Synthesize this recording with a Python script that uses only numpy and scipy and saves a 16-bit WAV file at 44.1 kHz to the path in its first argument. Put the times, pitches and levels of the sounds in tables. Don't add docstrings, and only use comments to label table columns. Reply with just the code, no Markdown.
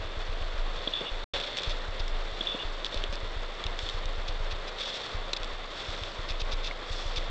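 import sys
import numpy as np
from scipy import signal
from scipy.fft import rfft, irfft
from scipy.io import wavfile
from scipy.ndimage import uniform_filter1d

SR = 44100
rng = np.random.default_rng(int(sys.argv[2]) if len(sys.argv) > 2 else 0)


def bounce(signal):
    frames = np.transpose(np.atleast_2d(signal))
    limited = np.clip(frames, -1, 1)
    pcm = np.round(limited * 32767).astype(np.int16)
    wavfile.write(sys.argv[1], SR, pcm)


N = 321930
TIME = np.arange(N) / SR
CUTOFF_HZ = 8740

# t/s, length/s, relative pressure/dB
MUZZLE_RUBS = [(.68, 0.75, -43), (1.223, 0.59, -38.5), (1.525, 0.3, -41.5), (2.215, 0.82, -44),
               (2.898, 0.21, -43.5), (3.763, 0.27, -41.5), (4.768, 0.15, -34.5), (4.845, 0.4, -39),
               (5.666, 0.7, -43), (6.843, 0.48, -43)]
# t/s, dryness (0-1)
WOOD_DRYNESS = [(1.3, 0), (2.9, 0.2), (3.8, 0.73), (4.9, 0.5), (7, .97)]
# f/Hz, level/dB
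CRUMBLE_SPECTRUM = [(150, -30), (550, -10), (850, -22), (1650, -11), (2100, -9.5), (2800, -6.5), (3150, -5),
                    (3400, 4.5), (3650, 2.5), (4000, -6), (4400, -4.5), (4900, -23), (8500, -40.5)]
FIZZ_SPECTRUM = [(3000, -23.5), (4100, 0.5), (4650, 4), (4900, -1.5), (5350, 3), (6200, -7.5), (7600, -10),
                 (8500, -23.5)]
GRUMBLE_SPECTRUM = [(150, -12), (350, -8.5), (550, 7.5), (850, -12.5), (1600, -5), (2400, -13),
                    (4000, -43.5)]


def muzzle_rubbing(rise=0.2, splinter_db=-11, trickle_db=-60):
    pressure = sum(amp(db) * np.interp((TIME - start) / length, [0, rise, 1], [0, 1, 0])
                   for start, length, db in MUZZLE_RUBS)
    dryness = np.interp(TIME, *np.transpose(WOOD_DRYNESS))
    fizz_level = pressure * amp(-15.5 + 11.5 * dryness)
    grumble_level = pressure * amp(-7 - 10.5 * dryness)
    clumps = unit(amp(2 * wander(63)))
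    body = colour(pressure * clumps * crumbs(per_s=5000, spread_db=2.5), CRUMBLE_SPECTRUM)
    fizz = colour(fizz_level * clumps * crumbs(per_s=2900, spread_db=1.5), FIZZ_SPECTRUM)
    grumble = colour(grumble_level * crumbs(per_s=1600, spread_db=2.5), GRUMBLE_SPECTRUM)
    splinters = colour(pressure * crumbs(per_s=41, spread_db=0), SCRATCH_SPECTRUM)
    trickle = colour(crumbs(per_s=220, spread_db=-1.5), FIZZ_SPECTRUM)
    return body + fizz + grumble + amp(splinter_db) * splinters + amp(trickle_db) * trickle


# t/s, length/s, level/dB, roughness (0-1), f/Hz
SQUEAK_STROKES = [(.874, 0.006, -25.5, 0.11, 3500), (.922, .017, -41, .7, 3000),
                  (0.936, 0.0068, -23, .02, 3470), (.94, .064, -33.5, .25, 3490),
                  (1, 0.027, -38.5, .5, 3400), (1.046, 0.057, -39, 0.87, 2860)]
# f/Hz, level/dB
RASP_SPECTRUM = [(1800, -30.5), (2500, 0.5), (2850, 8.5), (3150, -2), (3500, 18.5), (3850, -3), (4400, -32)]


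def squeaky_scrape(repeat_after_s=1.5344):
    start, length, db, roughness, hz = np.transpose(SQUEAK_STROKES)
    stroke = np.maximum(np.searchsorted(start, TIME) - 1, 0)
    cycles = np.cumsum(hz[stroke] + 70 * wander(320)) / SR
    flutter_db = 8 * np.sqrt(roughness[stroke]) * np.tanh(wander(220))
    whistle = np.sqrt(2) * np.sin(2 * np.pi * cycles) * amp(flutter_db)
    whistle_level = strokes(zip(start, length, db + 10 * np.log10(1 - roughness)), taper=0.35)
    rasp_level = strokes(zip(start, length, db + 10 * np.log10(roughness)), taper=0.35)
    rasp = colour(rasp_level * rng.standard_normal(N), RASP_SPECTRUM)
    scrape = whistle_level * whistle + rasp
    return scrape + np.roll(scrape, round(repeat_after_s * SR))


# t/s, relative level/dB, f/Hz, brightness/dB
FIBRE_SNAPS = [(0.424, -36, 2590, -22), (1.401, -32, 3420, -12), (1.5708, -25, 3630, -11),
               (1.579, -34, 3560, -2), (1.5863, -25.5, 3400, -13), (1.634, -28, 3540, -10),
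               (2.08, -36, 3450, -4), (2.8466, -29, 3460, -11), (2.865, -32.5, 3400, -14),
               (2.9445, -31.5, 3720, -8), (2.9743, -31, 3570, -13), (3.039, -28, 3350, -13),
               (3.127, -33.5, 3450, -9), (3.1556, -37, 3550, -5), (3.64, -31.5, 3400, -11),
               (3.6662, -26.3, 3540, -19), (3.7908, -29.5, 3380, -11), (3.8894, -31.5, 3350, -10),
               (3.8977, -33, 3620, -8), (4.0567, -35, 3650, -5), (5.3322, -24, 4100, -20),
               (5.3341, -20.5, 3850, -9.5), (5.4324, -32, 3420, -10.5), (5.445, -33, 3700, -8),
               (6.036, -32.5, 3300, -13), (6.3213, -33, 2480, -17), (6.7113, -33.5, 2220, -23)]
# f/Hz, level/dB
RING_SPECTRUM = [(500, -18), (1800, -15), (3050, -7.5), (3400, 1.5), (3800, -5), (4300, -16), (5500, -21.5),
                 (8500, -40.5)]


def fibre_snapping(gain_db=18, edge_db=-5, tear_s=0.0024):
    t, out = np.arange(SR // 30) / SR, np.zeros(N)
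    tearing = amp(-17) * np.exp(-t / tear_s)
    f = np.geomspace(300, CUTOFF_HZ, 100)
    peak_hz = max(RING_SPECTRUM, key=lambda point: point[1])[0]
    for start, db, hz, bright_db in FIBRE_SNAPS:
        crack = (t == 0) + tearing * rng.standard_normal(len(t))
        ring_db = level_at(RING_SPECTRUM, f * peak_hz / hz)
        fizz_db = level_at(FIZZ_SPECTRUM, f) + bright_db + edge_db
        spectrum = np.c_[f, np.maximum(ring_db, fizz_db)]
        add(out, start, amp(db + gain_db) * colour(crack, spectrum))
    return out


# t/s, relative level/dB
MUZZLE_BUMPS = [(.873, -27.5), (1.012, -29.5), (2.408, -29), (2.546, -30), (2.944, -33), (3.039, -30.5),
                (3.126, -32.5)]
# f/Hz, level/dB
TRUNK_SPECTRUM = [(90, -22), (180, -6), (330, -2), (550, -2.5), (800, -17.5), (1500, -20.5), (3000, -49)]


def muzzle_bumping(gain_db=16, decay_s=0.01):
    t, out = np.arange(SR // 10) / SR, np.zeros(N)
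    for start, db in MUZZLE_BUMPS:
        shudder = amp(-22) * rng.standard_normal(len(t)) * np.exp(-t / decay_s)
        add(out, start, amp(db + gain_db) * ((t == 0) + shudder))
    return colour(out, TRUNK_SPECTRUM)


# t/s, length/s, relative level/dB
HANDLING_SCRATCHES = [(1.685, 0.046, -42.5), (1.992, 0.019, -42), (2.85, 0.022, -43), (3.128, 0.026, -47),
                      (4.275, 0.026, -42.5), (4.505, .028, -45.5), (4.67, .032, -45), (5.362, 0.014, -38.5),
                      (6.28, 0.042, -41), (6.392, .037, -40.5), (6.508, 0.041, -40.5), (6.626, .072, -41),
                      (7.153, 0.039, -37)]
# f/Hz, level/dB
SCRATCH_SPECTRUM = [(500, -10), (1600, -24), (2600, -1), (3050, -9.5), (3500, 5), (4200, -4.5),
                    (5300, -7.5), (6300, -15), (8500, -35)]


def handling_scratching(gain_db=5):
    grit = crumbs(per_s=3500, spread_db=2.5) * unit(amp(1.7 * wander(200)))
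    return amp(gain_db) * colour(strokes(HANDLING_SCRATCHES, taper=0.64) * grit, SCRATCH_SPECTRUM)


# first t/s, count, gap/s, sway level/dB, thump level/dB
CAMERA_KNOCKS = [(0, 2, .048, -32, -27), (.17, 3, .1205, -26, -26.5), (.543, 2, .04, -25.5, -33),
                 (.788, 1, 0, -27.5, -35), (1.114, 1, 0, -27, -33.5), (1.673, 1, 0, -25, -22),
                 (1.884, 2, .115, -26.5, -26), (2.117, 2, .206, -27, -35), (2.647, 1, 0, -26.5, -32),
                 (2.959, 4, .135, -25, -26.5), (3.656, 1, 0, -27, -23), (3.831, 3, .112, -29, -27.5),
                 (4.178, 3, .112, -29.5, -27), (4.528, 1, 0, -27.5, -24.5), (5.146, 1, 0, -28, -23.5),
                 (5.401, 2, .128, -30.5, -37.5), (5.886, 2, .131, -32, -26), (6.189, 4, .114, -29.5, -26.5),
                 (6.905, 1, 0, -29.5, -24.5), (7.056, 3, .118, -30, -25.5)]
# f/Hz, level/dB, t60/s
SWAY_MODE = (26.56, 0, 1.2)
CASE_MODES = [(51.3, 5.5, 0.013), (74.4, -15, 0.17), (91.9, -13, 0.27)]


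def camera_knocking(lowpass_hz=150):
    t, out = np.arange(2 * SR) / SR, np.zeros(N)
    sway, *case = [amp(db - 60 * t / t60) * np.sin(2 * np.pi * hz * t)
                   for hz, db, t60 in [SWAY_MODE] + CASE_MODES]
    for first, count, gap, sway_db, thump_db in CAMERA_KNOCKS:
        for start in first + gap * np.arange(count):
            add(out, start, amp(thump_db) * sum(case) - amp(sway_db) * sway)
    return signal.sosfiltfilt(signal.butter(2, lowpass_hz, fs=SR, output="sos"), out)


# f/Hz, level/dB
WASH_SPECTRUM = [(20, 0), (60, -1.5), (130, -5.5), (250, -6.5), (380, -0.5), (530, 3.5), (700, 0.5),
                 (850, -3), (1150, 0), (1550, -4.5), (2050, -4), (2300, -7.5), (3050, -7.5), (3550, -1.5),
                 (4000, -9.5), (4400, -10), (4900, -18), (5500, -21.5), (6300, -26), (7500, -28.5),
                 (8500, -39.5)]


def outdoor_wash(level_db=-40.5):
    return amp(level_db + wander(30)) * colour(rng.standard_normal(N), WASH_SPECTRUM)


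def amp(db):
    return 10 ** (np.asarray(db) / 20)


def unit(x):
    return x / np.sqrt(np.mean(x ** 2) + 1e-20)


def add(mix, start_s, sound):
    part = mix[round(start_s * SR):][:len(sound)]
    part += sound[:len(part)]


def level_at(spectrum, hz):
    f, db = np.transpose(spectrum)
    return np.interp(np.log(hz + 1), np.log(f), db)


def colour(x, spectrum):
    hz = abs(np.fft.fftfreq(4096, 1 / SR))
    log_gain = np.log(amp(level_at(spectrum, hz)))
    response = np.exp(np.conj(signal.hilbert(log_gain)))
    taps = np.fft.ifft(response).real[:len(hz) // 2]
    return signal.fftconvolve(x, taps / np.linalg.norm(taps))[:len(x)]


def wander(rate_hz):
    f = np.fft.rfftfreq(N, 1 / SR)
    return unit(irfft(rfft(rng.standard_normal(N)) * np.exp(-(f / rate_hz) ** 2), N))


def crumbs(per_s, spread_db):
    size = amp(spread_db * np.minimum(rng.exponential(1, N), 4))
    return unit(size * rng.choice([-1, 1], N) * (rng.random(N) < per_s / SR))


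def strokes(rows, taper):
    level = np.zeros(N)
    for start, length, db in rows:
        add(level, start, amp(db) * signal.windows.tukey(round(length * SR), taper))
    return level


def scene():
    goat = muzzle_rubbing() + squeaky_scrape() + fibre_snapping() + muzzle_bumping()
    return (goat + handling_scratching() + camera_knocking() + outdoor_wash())[None]


# start t/s, end t/s
DROPOUT_SPAN = (1.2415, 1.337)


def record(dry, surge_db=6, settle_s=0.048):
    stop, resume = DROPOUT_SPAN
    gate = uniform_filter1d(1. * ((TIME < stop) | (TIME > resume)), size=170)
    surge = amp(surge_db * (TIME > stop) * np.exp(-abs(TIME - resume) / settle_s))
    lowpass = signal.firwin(401, CUTOFF_HZ, window=("kaiser", 8), fs=SR)
    return signal.oaconvolve(dry * gate * surge, lowpass[None], "same")


dry = scene()
out = record(dry)
bounce(out)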